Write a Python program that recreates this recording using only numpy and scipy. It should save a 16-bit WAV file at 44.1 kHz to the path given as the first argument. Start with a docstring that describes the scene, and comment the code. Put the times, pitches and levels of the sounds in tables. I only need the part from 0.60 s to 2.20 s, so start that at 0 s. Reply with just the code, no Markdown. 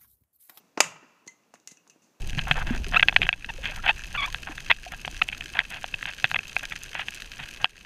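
"""Axe on a felling wedge

A logger swings at a wedge in the cut of a huge standing tree: a dull glancing knock, then a hard crack
that booms in the trunk and scatters through the hushed forest. The wedge jumps out; steel clinks, and
loose pieces clack and thud over chips and roots. Knocks are bursts of coloured noise; wood and steel
ring as decaying sines."""
import sys
import numpy as np
from scipy import signal
from scipy.fft import rfft, irfft
from scipy.io import wavfile
from scipy.ndimage import uniform_filter1d

SR = 44100
rng = np.random.default_rng(int(sys.argv[2]) if len(sys.argv) > 2 else 0)


def transcribe(signal):
    """Save signal, clipped to [-1, 1], as a 16-bit WAV file at the path in sys.argv[1]."""
    frames = np.atleast_2d(signal).T
    limited = np.clip(frames, -1, 1)
    pcm = np.round(limited * 32767).astype(np.int16)
    wavfile.write(sys.argv[1], SR, pcm)


N = 70560
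T = np.arange(N) / SR
BURST_SAMPLES = 16384


def from_db(db):
    """Decibels to gain."""
    return 10 ** (np.asarray(db) / 20)


def decay(t, t60):
    """A fade of 60 dB every t60 seconds."""
    return from_db(-60 * np.maximum(t, 0) / max(t60, 1e-4))


def contact(t, db, attack, t60):
    """Envelope of one contact: a quick rise, then a decay."""
    return from_db(db) * np.clip(t / max(attack, 1e-5), 0, 1) * decay(t - attack, t60)


def colour(x, curve, flatten=False, smooth_hz=210):
    """Minimum-phase EQ through (Hz, dB) points; flatten first evens out the sound's chance humps."""
    size = 2 * len(x)
    spectrum = rfft(x, size)
    hz, db = np.transpose(curve)
    grid = np.maximum(np.fft.rfftfreq(size, 1 / SR), 1)
    log_gain = np.log(from_db(np.interp(np.log(grid), np.log(hz), db)))
    if flatten:
        power = uniform_filter1d(np.abs(spectrum) ** 2, int(smooth_hz * size / SR) + 1)
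        log_gain -= .5 * np.log(power + 1e-20)
    cepstrum = irfft(log_gain) * np.r_[1, np.full(len(x) - 1, 2), np.zeros(len(x))]
    return irfft(spectrum * np.exp(rfft(cepstrum)))[:len(x)]


def burst(start, envelope, curve):
    """Fibres give way: a short puff of noise, coloured by the struck body."""
    noise = colour(envelope * rng.standard_normal(BURST_SAMPLES), curve, flatten=True)
    noise *= np.linalg.norm(envelope) / np.linalg.norm(noise)
    return np.pad(noise, (max(int(start * SR), 0), N))[:N]


def knocks(hits, curve):
    """One noise burst for each hit."""
    return sum(burst(start, contact(T[:BURST_SAMPLES], db, attack, t60), curve)
               for start, db, attack, t60 in hits)


def ring(hits, modes):
    """Each hit sets the modes ringing as decaying sines."""
    tones = sum((-1) ** k * from_db(db) * np.sin(2 * np.pi * hz * T) * decay(T, t60)
                for k, (hz, db, t60) in enumerate(modes))
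    return sum(from_db(db) * np.interp(T - start, T, tones, left=0) for start, db in hits)


# The dark tone of the air. Each row: frequency in Hz, gain in dB.
AIR_EQ = [(30, -27.5), (90, -19), (160, -0.5), (250, 0), (550, -5), (1200, -9.5), (2000, -15), (2750, -12),
          (3500, -18), (5200, -18.5), (6400, -15.5), (8700, -25), (15000, -25.5)]
# Its fader ride. Each row: time in seconds, level in dB.
AIR_FADER = [(0, -64), (0.14, -68.5), (0.8, -69), (1.6, -67.5)]

def air():
    """Still forest air lays a soft hush under everything."""
    hush = colour(rng.standard_normal(N), AIR_EQ)
    return hush / hush.std() * from_db(np.interp(T, *np.transpose(AIR_FADER)))


# The faint rustle of an earlier blow dying away, then clacks and scuffs.
# Each row: start in seconds, level in dB, attack and t60 in seconds, ring gain in dB.
CLACK_HITS = [(0.0, -74.5, 0.0017, 0.072, -64), (0.185, -51.5, 0.0069, 0.18, -47),
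              (0.6642, -57, .001, 0.042, -67), (0.6753, -41, 0.00034, 0.016, -75),
              (0.6784, -52, 0.00064, .025, -75), (0.835, -95, .002, 0.051, -69),
              (0.939, -48, .001, 0.018, -55), (0.946, -55, 0.0013, 0.014, -82),
              (0.9998, -54, 0.00039, .007, -77), (1.074, -28.5, 0.00086, 0.0054, -50),
              (1.078, -52, .001, 0.11, -63.5), (1.111, -47.5, 0.0046, 0.053, -59),
              (1.171, -55.5, 0.00031, .018, -53), (1.2763, -50.5, .0003, 0.012, -76),
              (1.2978, -50.5, .0005, .04, -51), (1.42, -65.5, 0.0039, 0.33, -63)]
# Their bright edge. Each row: frequency in Hz, gain in dB.
CLACK_EQ = [(50, -40.5), (250, -19.5), (800, -19), (1600, -16), (2700, -10), (3400, -12), (4300, -6.5),
            (5300, -5), (6300, 4), (7200, -2), (8300, -10.5), (10500, -14.5), (13000, -21.5),
            (15000, -32.5)]
# Short ringing tones after each clack, including a microphone resonance near 2.8 kHz.
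# Each row: frequency in Hz, relative level in dB, t60 in seconds.
AFTER_RING = [(1710, -6.5, 0.015), (2585, -9, 0.2), (2790, -3, 0.059), (5950, 1, 0.029), (6420, -2, 0.0081)]

def rustle_and_clacks():
    """An earlier blow rustles away, then chips and wedge clack and scuff; short tones trail each hit."""
    bursts = knocks([hit[:4] for hit in CLACK_HITS], CLACK_EQ)
    return bursts + ring([(start, ring_db) for start, *_, ring_db in CLACK_HITS], AFTER_RING)


# Soft landings. Each row: start in seconds, level in dB, attack and t60 in seconds, pitch in Hz.
THUD_HITS = [(0.166, -58, 0.0038, 0.052, 405), (0.189, -59.5, 0.0039, .04, 560),
             (0.426, -50.5, 0.0018, 0.073, 261), (0.667, -45, 0.00093, 0.024, 223.7),
             (0.9384, -43.5, .001, .025, 700), (0.9525, -51.5, .002, 0.022, 1578),
             (0.938, -54.5, 0.0014, 0.063, 232), (1.117, -48.5, 0.0026, 0.014, 167),
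             (1.268, -57.5, .002, .03, 1000), (1.3591, -51.5, 0.0021, 0.011, 279.7)]

def thuds(rise_db_per_oct=18.5, fall_db_per_oct=10.5, depth_db=59.5):
    """Damped bumps on roots and soft ground, each a broad hump of noise around its own pitch."""
    below, above = 2 ** (depth_db / rise_db_per_oct), 2 ** (depth_db / fall_db_per_oct)
    return sum(knocks([hit], [(hz / below, -depth_db), (hz, 0), (hz * above, -depth_db)])
               for *hit, hz in THUD_HITS)


# The glance, the double blow and the trunk's slow boom.
# Each row: start in seconds, level in dB, attack in seconds, t60 in seconds.
GLANCE_HITS = [(0.1738, -22, .002, 0.031)]
BLOW_HITS = [(0.2042, -5, .0003, .008), (0.2059, -2.5, .0002, .012)]
BOOM_HITS = [(0.21, -50, .035, 0.48)]
# Their tones: dull, hard and deep. Each row: frequency in Hz, gain in dB.
GLANCE_EQ = [(40, -30), (150, -15), (290, 3.5), (520, -3), (850, -1), (1500, -9), (2700, -11), (3500, -25),
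             (5300, -18), (7000, -27.5), (9500, -44), (15000, -59.5)]
CRACK_EQ = [(40, -41.5), (150, -31.5), (300, -6), (500, -5), (640, 3), (860, 4), (1000, -2), (1220, 1.5),
            (1550, -5.5), (2000, 0), (2750, 4), (3300, -7.5), (4200, -10), (4800, 0.5), (5600, -5),
            (7000, 1), (8000, -9), (10500, -20), (12500, -21), (15000, -32)]
BOOM_EQ = [(30, -25), (85, -27), (125, -9.5), (163, 5), (205, -12), (400, -28.5), (2000, -60)]
# The ring of wedge and trunk. Each row: frequency in Hz, level in dB, t60 in seconds.
WOOD_RING = [(340, -35.5, .05), (634, -24, 0.039), (867, -26.5, .04), (1143, -31.5, .06),
             (1230, -28, 0.033), (2032, -31.5, 0.045), (2740, -23, .055), (4630, -25.5, 0.01),
             (6680, -24.5, .025), (7180, -24.5, .027)]

def axe():
    """The head glances on the wood, lands and drives home in a double crack; the trunk rings and booms."""
    lands, drives_home = BLOW_HITS[0][0], BLOW_HITS[1][0]
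    power = sum(contact(T[:BURST_SAMPLES] + lands - start, db, attack, t60) ** 2
                for start, db, attack, t60 in BLOW_HITS)
    crack = burst(lands, np.sqrt(power), CRACK_EQ)
    wood = ring([(drives_home, 0)], WOOD_RING)
    return knocks(GLANCE_HITS, GLANCE_EQ) + crack + wood + knocks(BOOM_HITS, BOOM_EQ)


# The tone of the forest reverb. Each row: frequency in Hz, near gain in dB, far gain in dB.
SCATTER_EQ = [(70.5, -1, -14.5), (160, 7, -5), (300, 0, -12), (550, 4.5, -16.5), (793, 1, -17.5),
              (990, 8, -8), (1160, 9, -6.5), (1520, 7.5, -12), (2340, 5.5, -15.5), (2850, 9, -13),
              (3580, 6.5, -18), (5000, 0, -21), (6450, 7, -16), (8500, 6, -25), (14000, 4.5, -31.5)]
# Slapbacks off single big trees. Each row: delay in seconds, level before EQ in dB.
SLAPS = [(0.113, -34), (0.153, -36.5), (0.222, -44)]
# Their midrange tone. Each row: frequency in Hz, gain in dB.
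SLAP_EQ = [(200, -16), (600, -3.5), (1150, 3), (2700, -1.5), (4000, -17), (12000, -20.5)]
NEAR_T60_S, FAR_T60_S, SCATTER_ONSET_S = .27, 1.2, .007
FOLIAGE_HZ, FOLIAGE_T60_S = 4470, 1.7  # needles soak up the treble: an extra fade above this frequency

def forest(send, slap_attack_s=.003, slap_t60_s=.038):
    """Dense scatter from near trunks, a long tail from afar and a few slapbacks, all dulling with time."""
    hz, near_db, far_db = np.transpose(SCATTER_EQ)
    white = rng.standard_normal((3, N)) / np.sqrt(SR)
    near = colour(white[0], np.c_[hz, near_db]) * decay(T, NEAR_T60_S)
    far = colour(white[1], np.c_[hz, far_db]) * decay(T, FAR_T60_S)
    slap_envelope = sum(contact(T - delay, db, slap_attack_s, slap_t60_s) for delay, db in SLAPS)
    slap_envelope /= np.sqrt(np.sum(decay(T, slap_t60_s) ** 2) / SR)
    slaps = colour(white[2], SLAP_EQ) * slap_envelope
    response = (near + far) * np.clip(T / SCATTER_ONSET_S, 0, 1) + slaps
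    dull = signal.sosfiltfilt(signal.butter(2, FOLIAGE_HZ, fs=SR, output="sos"), response, padtype=None)
    treble = (response - dull) * decay(T, FOLIAGE_T60_S)
    return signal.fftconvolve(send, dull + treble)[:N]


# Touches on the steel. Each row: start in seconds, gain in dB.
STEEL_HITS = [(0.676, -16.5), (0.6787, -0.5), (1.0742, -14.5), (1.112, -16.5)]
# Its thin ring. Each row: frequency in Hz, level in dB, t60 in seconds.
STEEL_RING = [(960, -58, 0.096), (2046, -40, 0.12), (3086, -46, 0.075), (4220, -40.5, 0.03),
              (6050, -36.5, 0.012), (6480, -34, 0.03), (7180, -37, 0.018)]

def steel_clinks():
    """Steel rings briefly each time it is touched."""
    return ring(STEEL_HITS, STEEL_RING)


def scene():
    """The sounds at the tree, each with its own send to the forest reverb, over a bed of air."""
    blow, clacks, bumps, steel = axe(), rustle_and_clacks(), thuds(), steel_clinks()
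    send = blow + from_db(4.5) * clacks + from_db(-1) * bumps + from_db(2) * steel
    return (blow + clacks + bumps + steel + forest(send) + air())[None]


NOTCH_HZ, NOTCH_Q, CLIP_LEVEL, HIGH_CUT_HZ = 3086, 19, .97, 15400

def record(dry):
    """The microphone has a narrow notch; the loudest peaks are rounded and the top is cut."""
    notched = signal.lfilter(*signal.iirnotch(NOTCH_HZ, NOTCH_Q, fs=SR), dry)
    rounded = notched / (1 + (notched / CLIP_LEVEL) ** 4) ** .25
    return signal.sosfiltfilt(signal.ellip(10, .1, 60, HIGH_CUT_HZ, fs=SR, output="sos"), rounded)


dry = scene()
out = record(dry)
transcribe(out)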